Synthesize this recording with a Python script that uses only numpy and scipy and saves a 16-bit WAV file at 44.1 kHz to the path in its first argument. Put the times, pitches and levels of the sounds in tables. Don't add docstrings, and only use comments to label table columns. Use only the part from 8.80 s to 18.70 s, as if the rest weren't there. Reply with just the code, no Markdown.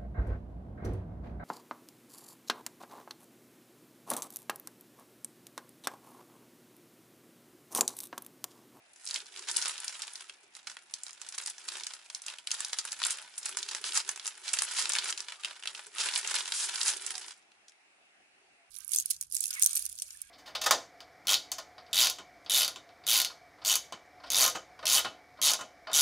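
import sys
import numpy as np
from scipy import signal
from scipy.fft import rfft, irfft
from scipy.io import wavfile
from scipy.ndimage import uniform_filter1d

SR = 44100
rng = np.random.default_rng(int(sys.argv[2]) if len(sys.argv) > 2 else 0)


def wav_record(signal):
    frames = np.transpose(np.atleast_2d(signal))
    bounded = np.clip(frames, -1, 1)
    quanta = np.round(bounded * 32767).astype(np.int16)
    wavfile.write(sys.argv[1], SR, quanta)


def volts_from_db(level):
    exponent = np.asarray(level, float) / 20
    return 10 ** exponent


N = 436590

SIZE = 2048
HZ = np.fft.rfftfreq(SIZE, 1 / SR)
LEAD = 128
HELD_HZ = 5000

# (step_s, crack_peak_db, crack_centre_hz, thud_peak_db, left_over_right_db)
SNAPS = [(0.023, -47, 2690, -69, -1.0), (0.1339, -41, 9900, -74, -2.0), (0.2537, -26, 10000, -58, 0.0),
         (0.2648, -26, 5610, -46, -1.0), (0.2738, -22.5, 5740, -59, -2), (0.288, -24, 5800, -61, -2.5),
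         (0.31, -20.5, 4710, -64, -3), (0.343, -17.5, 5090, -54, -1), (0.3607, -19, 3640, -51, -2.5),
         (0.4031, -30.5, 4220, -50, -4), (0.4664, -36, 4890, -64, -1.5), (0.5229, -37, 3100, -59, -6),
         (0.5618, -30.5, 2990, -53, -3), (0.5734, -29.5, 4550, -47, 0), (0.5932, -29, 5750, -47, -9),
         (0.6797, -34.5, 6520, -46, -7), (0.6867, -22, 6140, -44, -0.5), (0.7138, -19, 6600, -59.5, -3),
         (0.7637, -16, 4570, -47, -2.5), (0.7682, -8.5, 9400, -41, 3), (0.816, -20, 5080, -53, -1.5),
         (0.8238, -18, 5700, -36, -0.5), (0.857, -17, 5700, -32, -3), (0.8815, -14, 10200, -40, -3.0),
         (0.8948, -19.5, 2970, -39, -2.5), (0.9404, -43, 4140, -56, -0.5), (0.9798, -23.5, 3700, -54, -3),
         (1.0023, -22, 8340, -50, -0.5), (1.045, -22.5, 10200, -64, -0.5), (1.0802, -18, 5240, -55, 1),
         (1.2201, -16.5, 5060, -51, 0), (1.271, -30, 7370, -44, 0.0), (1.335, -24.5, 10250, -63, -2),
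         (1.3554, -27.5, 4700, -58, 0), (1.4092, -34.5, 9660, -43, -1.0), (1.4961, -27, 3500, -40.5, -1),
         (1.7515, -32, 4950, -48, -5), (1.767, -30, 8400, -43.5, -5), (1.8713, -23.5, 4700, -30.5, -3.5),
         (1.8986, -30, 4830, -36, -3.0), (1.9685, -26, 2330, -36.5, -1), (2.1387, -18.5, 5900, -42.5, -2.5),
         (2.2346, -19.5, 7800, -54, -1), (2.2656, -30, 4520, -49, -2.5), (2.282, -31, 6250, -43, -2.0),
         (2.2937, -35, 5670, -43, -1.5), (2.308, -32, 6300, -59, -4), (2.331, -31.5, 6400, -59, 2),
         (2.4157, -26.5, 5800, -39.5, -6), (2.4884, -24, 6900, -61, -1), (2.5239, -29, 5560, -41, 0),
         (2.548, -31, 5980, -49, -0.5), (2.58, -22, 7740, -32.5, 2), (2.584, -21, 5780, -41, 0),
         (2.6364, -30, 6700, -54, -3), (2.6612, -18, 5870, -49, 0.0), (2.6736, -20, 7600, -45, 0.0),
         (2.699, -24, 8150, -60, 1.0), (2.7822, -28, 5670, -41, -4), (2.8865, -18, 4140, -39, -4),
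         (2.9192, -30, 3860, -47, 2), (2.9692, -27, 6520, -36.5, 3), (2.9987, -30, 4610, -43, 2),
         (3.0354, -22, 4440, -47, -3), (3.0676, -20.5, 5200, -37, -2), (3.1366, -25.5, 6000, -43, -1),
         (3.3, -29, 5360, -37, 0), (3.3484, -17.5, 6050, -59, -2), (3.4194, -25, 7250, -60, 0),
         (3.4643, -22, 6650, -55, -0.5), (3.4825, -22, 2870, -48, 0.0), (3.4999, -27, 3000, -57, 4),
         (3.5853, -27.5, 2710, -61, 2), (3.6724, -18, 3050, -44, -1), (3.707, -21, 2940, -55, -0.5),
         (3.7152, -11, 5640, -58, -2.5), (3.749, -24, 4130, -60, -1.0), (3.8053, -15.5, 7660, -28.5, -3),
         (3.848, -17, 5750, -42, -0.5), (3.8836, -27.5, 9200, -53, 0.0), (3.931, -16, 4940, -29, -2),
         (3.9869, -15, 5330, -35, -1.0), (4.0514, -21.5, 8560, -30.5, 0), (4.077, -31, 2850, -44, -1.0),
         (4.1198, -20, 5040, -50, -1.5), (4.129, -18.5, 8300, -32.5, -3), (4.2009, -26, 4100, -36, 1),
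         (4.2179, -17.5, 3610, -26, -1), (4.2304, -18, 4280, -39, 2), (4.238, -11, 3040, -40, -1),
         (4.25, -13, 9000, -41, 0.0), (4.2669, -11, 9300, -39, -1.5), (4.3068, -11.5, 8050, -49, -0.5),
         (4.385, -26.5, 2200, -56, 1), (4.5798, -21, 8750, -46, -1), (4.6303, -29.5, 6150, -53.5, 0.5),
         (4.6568, -15, 8300, -52, 0), (4.6617, -20.5, 3750, -40, -3), (4.6918, -22.5, 8140, -36, 2),
         (4.7259, -28.5, 2940, -43, -1.5), (4.7706, -17.5, 6900, -28.5, -1), (4.7872, -24, 5540, -40, -6),
         (4.8291, -20, 4600, -57, -2), (4.8882, -22, 4300, -37, -1.5), (4.9123, -27, 4250, -39, -1.5),
         (4.9488, -16.5, 5400, -26, -2), (5.0145, -32.5, 9200, -51, -6), (5.041, -18.5, 3800, -32, -1),
         (5.1221, -18.5, 3660, -48.5, -1), (5.1529, -14.5, 6930, -36, -2), (5.1647, -14.5, 6640, -43, -2.0),
         (5.1743, -11.5, 6800, -44.5, -2.5), (5.291, -15, 6230, -29, -2.0), (5.3601, -26.5, 7000, -39, -3),
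         (5.3753, -32.5, 7500, -33.5, 2), (5.3967, -27, 4200, -41, -2.0), (5.4488, -26, 10400, -40, -6),
         (5.457, -24, 4960, -35.5, -0.5), (5.4674, -18.5, 7750, -46, -2), (5.477, -14, 7700, -29.5, 1),
         (5.6801, -19.5, 3960, -48, -8), (5.6895, -21, 4690, -48.5, -1), (5.7332, -12, 7600, -39, -3.0),
         (5.7373, -12.5, 7160, -22, -1.5), (5.7704, -22, 2850, -34, 0), (5.7878, -13, 5570, -30.5, -6.5),
         (5.8207, -9.5, 8710, -23, 1), (5.834, -15.5, 8650, -33, -6), (5.9777, -21, 3840, -38, -5),
         (6.0238, -20, 5700, -33, -10), (6.0557, -16, 4110, -26.5, -2.5), (6.0939, -12, 7900, -45, 0),
         (6.1205, -17, 5350, -42.5, -0.5), (6.1348, -14.5, 6800, -30.5, 5), (6.1524, -11, 2340, -40, -0.5),
         (6.186, -11.5, 4070, -27.5, -2.5), (6.2289, -32, 3270, -55, 0), (6.2445, -21, 8200, -46, -4),
         (6.2562, -29, 5290, -31, -1.0), (6.3036, -17, 6360, -43, -1.0), (6.3259, -19, 4270, -26.5, -1),
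         (6.3765, -20, 5350, -36, -2), (6.382, -28, 5780, -38, -3), (6.4046, -20.5, 5180, -40, 0),
         (6.4847, -25.5, 3570, -34, 2), (6.5214, -22, 2700, -37, -1.0), (6.6356, -25, 2910, -46, 5),
         (6.6476, -14, 2830, -32.5, -3), (6.6553, -19.5, 3090, -41, 0), (6.8254, -30, 3330, -44, -4),
         (6.836, -26, 2530, -38, 0), (6.8565, -20.5, 2700, -35, -2), (6.8738, -17.5, 3450, -36, -1.0),
         (6.949, -25.5, 3340, -44, -1), (6.993, -26.5, 2440, -35, -1.0), (7.0678, -29, 9200, -45, -1.5),
         (7.168, -27, 2580, -41, -4), (7.1837, -16.5, 3240, -36, -2.5), (7.21, -24, 3620, -38, -2.5),
         (7.2617, -24, 3270, -32, -4), (7.2875, -14, 2500, -27.5, -3), (7.338, -21, 4240, -35.5, -3.0),
         (7.354, -16, 8400, -39, -5), (7.359, -12.5, 3300, -31, -1), (7.3774, -15, 9360, -48, -5),
         (7.447, -20, 2540, -37, -1.0), (7.475, -15, 6350, -38, -1.0), (7.5126, -20, 5640, -30, 3),
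         (7.5541, -11.5, 9500, -33, -3), (7.563, -16, 3170, -42, 0.5), (7.657, -21.5, 3280, -47, -1.0),
         (7.679, -26.5, 5630, -42, -1.5), (7.7215, -13, 3430, -29, -1.5), (7.9574, -19, 4310, -51.5, -2.5),
         (8.0138, -12.5, 4300, -41.5, -3), (8.0314, -14, 7390, -52.5, -8), (8.0815, -9.5, 6400, -31, -1.0),
         (8.0892, -16.5, 8620, -34, -4), (8.1688, -24.5, 8100, -53, -11), (8.2642, -18.5, 7100, -38, -7),
         (8.3536, -23, 4900, -39.5, -6), (8.3801, -22, 6590, -36, -4), (8.4822, -34, 5490, -41, -9),
         (8.508, -35, 5250, -46, -3.0), (8.7181, -46.5, 3880, -55, -4), (8.8826, -39, 4970, -73, -4.5),
         (8.8954, -44, 5580, -69, 1.5), (8.9204, -44.5, 2710, -68, -1.0)]
# (pitch_hz, level_db per Hz)
FILM = [(24, -66), (40, -45.5), (249, -48), (397, -20), (447, -24), (551, -14.5), (681, -14), (881, -5),
        (1090, -6), (1470, 0.5), (2050, -2.5), (2590, 1.5), (5480, 2), (10800, 4), (14000, -33),
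        (22000, -120)]


def evened(x):
    return x / np.sqrt(np.mean(x ** 2) + 1e-20)


def read(points, hz):
    f, value = np.transpose(points)
    return np.interp(np.log(hz + 1), np.log(f + 1), value)


def causal(db):
    cepstrum = irfft(np.maximum(db, -100) * np.log(10) / 20)
    cepstrum[..., 1:SIZE // 2] *= 2
    cepstrum[..., SIZE // 2 + 1:] = 0
    return np.exp(rfft(cepstrum))


def pair(same, frames):
    a, b, c, d = rng.standard_normal((frames, len(same), 4)).T
    same = np.clip(same, -1, 1)[:, None]
    left = a + 1j * b
    right = same * left + np.sqrt(1 - same ** 2) * (c + 1j * d)
    return np.array([left, right])


def sides(pan_db):
    return volts_from_db(np.array([pan_db / 2, -pan_db / 2]))


def bell(hz, centre_hz, octaves):
    return np.exp(-.5 * (np.log2((hz + 1) / centre_hz) / octaves) ** 2)


def buckles(centre_hz, shiver_s=0.021, split_hz=2200, hump_db=15, octaves=0.61, echo_db=-6):
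    # (pitch_hz, likeness)
    shiver_same = [(600, .97), (2000, .85), (5000, .5), (10000, .1)]
    t = (np.arange(SIZE) - LEAD) / SR
    common, left, right, chance = np.moveaxis(rng.standard_normal((len(centre_hz), 4, SIZE)), 1, 0)

    lead_in_db = -26 + 60 * t / .008
    fade_s = shiver_s * np.exp(.3 * chance[:, :1])
    shiver_db = -14 - 60 * t / fade_s
    swing = volts_from_db(np.where(t < 0, lead_in_db, shiver_db))
    alike = np.clip(read(shiver_same, HZ), 0, 1)
    own = np.sqrt(1 - alike ** 2) * rfft(swing * np.array([left, right]))
    shake = alike * rfft(swing * common) + own

    side_s = .00003 * np.array([chance[:, 3:4], chance[:, 4:5]])
    table_s = .002 + 0.000278 * chance[:, 2:3] + side_s
    echo = volts_from_db(echo_db) * np.exp(-2j * np.pi * HZ * table_s)
    step = np.exp(-2j * np.pi * HZ * LEAD / SR) * (1 + echo)

    film_db = read(FILM, np.minimum(HZ, 10500))
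    hump = hump_db * bell(HZ, centre_hz[:, None], octaves)
    tilt = 4 * np.tanh(chance[:, 1:2]) * np.log2(np.clip(HZ, 500, 3000) / 1000)
    low_db = -10 * np.log10(1 + (HZ / split_hz) ** 6)
    high_db = -10 * np.log10(1 + (split_hz / (HZ + 1)) ** 6)
    return [irfft((step + shake) * causal(film_db + db)) for db in (high_db + hump, low_db + tilt)]


def snaps():
    step_s, crack_db, centre_hz, thud_db, pan_db = np.transpose(SNAPS)
    cracks, thuds = [p / abs(p.mean(0)).max(1)[:, None] for p in buckles(centre_hz)]
    sound = cracks * volts_from_db(crack_db)[:, None] + thuds * volts_from_db(thud_db)[:, None]
    sound = sound * sides(pan_db)[..., None]
    sound *= signal.windows.tukey(SIZE, .05)
    out = np.zeros((2, N + SIZE))
    for k, at in enumerate(np.round(step_s * SR).astype(int) - LEAD):
        out[:, at:at + SIZE] += sound[:, k]
    return out[:, :N]


def effort():
    # (time_s, fine_crackle_db)
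    handling = [(0, -95), (.19, -62), (.45, -61.5), (.65, -67), (.95, -53), (1.35, -50.5), (1.7, -72),
                (1.77, -56), (1.85, -64), (1.89, -52), (2.04, -66), (2.15, -53.5), (2.38, -57.5),
                (2.47, -52), (3.08, -53.5), (3.33, -58), (3.65, -56.5), (3.86, -45.5), (4.03, -50.5),
                (4.53, -56.5), (4.8, -46), (5.6, -57), (6.6, -60.5), (6.8, -62), (6.99, -46), (7.12, -58.5),
                (7.65, -39), (8.0, -40.5), (8.2, -50), (8.5, -57.5), (8.57, -84.5), (8.8, -96.5)]
    # (peak_s, peak_db, swell_s, fade_s, centre_hz)
    crumple_table = [(0.248, -49.5, 0.11, 0.25, 7800), (0.357, -35.5, 0.083, .07, 5170),
                     (.587, -52, 0.088, 0.055, 4700), (.692, -31.5, 0.045, 0.065, 5360),
                     (0.781, -37, 0.063, 0.24, 5350), (0.86, -33.5, .3, 0.1, 5194),
                     (1.008, -45.5, 0.2, 0.48, 4830), (1.228, -45, 1, 0.058, 5000),
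                     (2.592, -42.5, 0.022, 0.087, 5720), (2.665, -35, 0.028, 0.04, 5920),
                     (2.893, -41.5, 0.083, 0.3, 4875), (3.357, -46, 0.022, 0.036, 5650),
                     (3.51, -43, 0.096, 0.076, 4520), (3.722, -43.5, 0.073, 0.71, 5340),
                     (4.135, -43, 0.15, 0.075, 6060), (4.261, -32, 0.09, 0.12, 4210),
                     (4.401, -49, 0.077, 0.19, 3620), (4.665, -37.5, .07, 0.045, 5100),
                     (4.958, -38, 0.2, 0.053, 4490), (5.051, -40, 0.034, 0.12, 4680),
                     (5.166, -23.5, 0.064, 0.044, 5656), (5.294, -39, 0.1, 0.1, 5040),
                     (5.473, -39, 0.08, 0.05, 5330), (5.669, -35, 0.046, 0.12, 4590),
                     (5.74, -38, 0.027, 0.84, 5550), (5.981, -28, 0.085, 0.12, 5520),
                     (6.161, -35, 0.6, 0.18, 4424), (6.288, -34.5, 0.15, 0.072, 5220),
                     (6.394, -42.5, 0.1, 0.062, 4800), (6.502, -46.5, 0.11, 0.13, 3980),
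                     (6.679, -43.5, 0.088, 0.12, 3830), (6.882, -40.5, 0.058, 0.06, 4340),
                     (7.2, -28.5, 0.055, .24, 4546), (7.368, -27, 0.049, 0.072, 5210),
                     (7.562, -33, 0.22, 0.12, 5120), (7.79, -40.5, 0.22, .3, 6460),
                     (8.085, -24.5, 0.13, 0.062, 6076), (8.298, -35.5, 0.2, 0.053, 5650),
                     (8.427, -41.5, 0.33, 0.13, 5680), (8.5, -46, .1, 0.065, 5350)]
    swell_db = 20
    after_db, after_t60_s = -31.5, .15

    t = np.arange(0, N / SR, .002)
    peak_s, db, swell_s, fade_s, crumple_hz = np.transpose(crumple_table)[..., None]
    distance = np.where(t < peak_s, (peak_s - t) / swell_s, (t - peak_s) / fade_s)
    crumples = volts_from_db(2 * (db - swell_db * distance))
    step_s, crack_db, snap_hz = np.transpose(SNAPS)[:3, :, None]
    wakes = volts_from_db(2 * (crack_db + after_db - 60 * abs(t - step_s) / after_t60_s)) * (t > step_s)
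    held = volts_from_db(2 * np.interp(t, *np.transpose(handling)))

    power = held + crumples.sum(0) + wakes.sum(0)
    weighted_hz = held * HELD_HZ + (crumples * crumple_hz).sum(0) + (wakes * snap_hz).sum(0)
    curves = (10 * np.log10(power), weighted_hz / power)
    return [np.interp(np.arange(N) / SR, t, c) for c in curves]


def crackle(per_s=1500, denser=0.32, spread_db=5.5, smoother=0.022, clump_db=2, scatter_octaves=.5,
            pan_db=-1.0, sway_db=2, count=24):
    crackle_db, centre_hz = effort()
    rustle_db = -57.5 + 0.96 * (crackle_db + 50) + 8.5 * np.log2(HELD_HZ / centre_hz)
    kinds_hz = np.geomspace(2400, 10400, count)
    cracks, thuds = buckles(kinds_hz, shiver_s=0.025)
    place = sides(pan_db + sway_db * rng.standard_normal(count))

    clumps, octaves = rng.standard_normal((2, N))
    clumps = evened(uniform_filter1d(uniform_filter1d(clumps, 400), 400))
    octaves = octaves + .5 * evened(uniform_filter1d(octaves, 700))
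    kind = np.searchsorted(kinds_hz, centre_hz * 2 ** (scatter_octaves * octaves))
    kind = np.clip(kind, 0, count - 1)

    fires, size = rng.random((2, N))
    odds = np.clip(per_s * volts_from_db(denser * (crackle_db + 50)) / SR, .005, .3)
    spread = spread_db - smoother * (crackle_db + 53)
    size = evened(volts_from_db(clump_db * clumps - spread * np.log(size + 0.014)))
    size = size * (fires < odds) / np.sqrt(odds)

    out, fade = 0, signal.windows.tukey(1024, .1)
    for shapes, db in ((cracks, crackle_db), (thuds, rustle_db)):
        shapes = place[..., None] * shapes / np.linalg.norm(shapes, axis=2, keepdims=True)
        for k in range(count):
            train = size * volts_from_db(db) * (kind == k)
            out = out + signal.oaconvolve(train[None], shapes[:, k, :1024] * fade, axes=1)[:, :N]
    return out


def slides(soft=0.36, hump_db=8, octaves=.7, alike=0.56):
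    # (start_s, length_s, level_db, centre_hz)
    strokes = [(4.299, .035, -34, 8000), (5.042, 0.057, -36, 4430), (5.633, 0.044, -45.5, 4000),
               (5.961, 0.051, -33.5, 5000), (7.194, 0.029, -30.5, 4500), (7.723, 0.16, -33, 6500),
               (8.07, 0.039, -31.5, 6500)]
    out = np.zeros((2, N))
    for start_s, length_s, db, centre_hz in strokes:
        common, left, right = rng.standard_normal((SIZE * 4, 3)).T
        hz = np.fft.rfftfreq(len(common), 1 / SR)
        colour = read(FILM, np.minimum(hz, 10500)) + hump_db * bell(hz, centre_hz, octaves)
        noise = alike * common + (1 - alike) * np.array([left, right])
        hiss = evened(irfft(rfft(noise) * volts_from_db(colour)))
        at, n = round(start_s * SR), round(length_s * SR)
        out[:, at:at + n] += volts_from_db(db) * hiss[:, :n] * signal.windows.tukey(n, np.clip(soft, 0, 1))
    return out


def room(x, gap_s=0.0012):
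    # (pitch_hz, likeness)
    echo_same = [(100, .5), (600, .92), (1500, .85), (4000, .5), (10000, .15)]
    # (pitch_hz, t60_s)
    echo_t60 = [(300, 0.084), (1300, 0.083), (3500, 0.11), (9000, 0.11)]
    hz, t = np.fft.rfftfreq(256, 1 / SR), np.arange(300) * 64 / SR
    out = 0
    for k in range(3):
        z = pair(read(echo_same, hz), 300) * volts_from_db(-60 * t / read(echo_t60, hz)[:, None])
        tail = signal.istft(z, nperseg=256, noverlap=192)[1]
        tail *= np.clip(np.arange(tail.shape[1]) / SR / gap_s, 0, 1) ** 2
        turn = np.sqrt(2 / 3) * np.cos(np.pi * (7 * np.arange(N) / SR + k / 3))
        sent = (x.mean(0) * turn)[None]
        out = out + signal.fftconvolve(sent, tail / np.linalg.norm(tail[0]), axes=1)[:, :N]
    return out


def fuzzy_tone(hz, width_hz):
    r = np.exp(-np.pi * width_hz / SR)
    noise = rng.standard_normal(N) + 1j * rng.standard_normal(N)
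    wander = signal.lfilter([1], [1, -2 * r, r * r], noise)
    return evened((wander * np.exp(2j * np.pi * hz * np.arange(N) / SR)).real)


def rubbing(hz=392.4, width_hz=106, wobble_db=3.1):
    # (time_s, level_db)
    rub_level = [(0, -88), (.72, -64.5), (1.02, -80), (1.68, -78), (1.75, -105), (2.98, -71.5), (3.2, -96),
                 (4.6, -92), (4.66, -68.5), (5.15, -67.5), (5.71, -79), (6.07, -64), (6.7, -82.5),
                 (7.28, -68), (8.122, -72), (8.16, -64), (8.5, -73.5), (8.58, -90.5), (9.52, -100),
                 (9.6, -77), (9.9, -91)]
    level = volts_from_db(np.interp(np.arange(N) / SR, *np.transpose(rub_level)))
    middle = fuzzy_tone(hz, width_hz)
    side = np.array([[.3], [-.3]]) * fuzzy_tone(hz, width_hz)
    slow = uniform_filter1d(uniform_filter1d(rng.standard_normal(N), 900), 900)
    return level * (middle + side) * volts_from_db(wobble_db * evened(slow))


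def squeak():
    # (start_s, length_s, start_hz, end_hz, level_db)
    glides = [(6.572, 0.062, 1170, 1220, -62), (8.318, 0.088, 777, 725, -59),
              (9.746, 0.13, 718, 653, -74.5)]
    out = np.zeros(N)
    for start_s, length_s, start_hz, end_hz, db in glides:
        hz = np.linspace(start_hz, end_hz, round(length_s * SR))
        tone = np.sin(2 * np.pi * np.cumsum(hz) / SR) * signal.windows.tukey(len(hz), .6)
        out[round(start_s * SR):][:len(hz)] += np.sqrt(2) * volts_from_db(db) * tone
    return out


def hush(level_db=-68.5, patchy_db=1.5):
    # (pitch_hz, likeness)
    hush_same = [(60, 0.9), (220, 0.51), (840, 0.21), (3120, -0.3), (11700, -0.12)]
    # (pitch_hz, level_db per Hz)
    hush_colour = [(25, -33), (63, -27), (200, -15.5), (370, -8.5), (470, -15), (760, -2), (1000, -10.5),
                   (2650, -3), (3230, -12.5), (10500, -20)]
    frames, hz = N // 256 + 5, np.fft.rfftfreq(1024, 1 / SR)
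    patches = rng.standard_normal((frames, 513)).T
    patches = evened(uniform_filter1d(uniform_filter1d(patches, 8, 0), 14, 1))
    low_changes = 3 * evened(uniform_filter1d(patches[0], 6))
    patches = patches + low_changes / (1 + (hz[:, None] / 250) ** 2)
    z = pair(read(hush_same, hz), frames) * volts_from_db(read(hush_colour, hz)[:, None] + patchy_db * patches)
    noise = signal.istft(z, nperseg=1024, noverlap=768)[1][:, :N]
    return volts_from_db(level_db) * noise / np.std(noise.mean(0))


def electric_whine(hz=8770, width_hz=25, level_db=-90.5):
    return volts_from_db(level_db) * fuzzy_tone(hz, width_hz)


def scene():
    bag = snaps() + crackle() + slides()
    echo = volts_from_db(-7) * room(bag)
    cable = rubbing() + squeak()
    return bag + echo + cable + hush() + electric_whine()


def low_pass(x):
    return signal.sosfilt(signal.butter(12, 12270, fs=SR, output="sos"), x)


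def record(dry):
    # (pitch_hz, gain_db)
    edge = [(10990, 0), (11070, -17), (11450, -34), (12300, -55)]
    taps = np.roll(irfft(volts_from_db(read(edge, HZ))), SIZE // 2) * signal.windows.hann(SIZE, sym=False)
    limited = signal.oaconvolve(dry, taps[None], axes=1)[:, SIZE // 2:][:, :N]
    return low_pass(limited)


dry = scene()
out = record(dry)
wav_record(out)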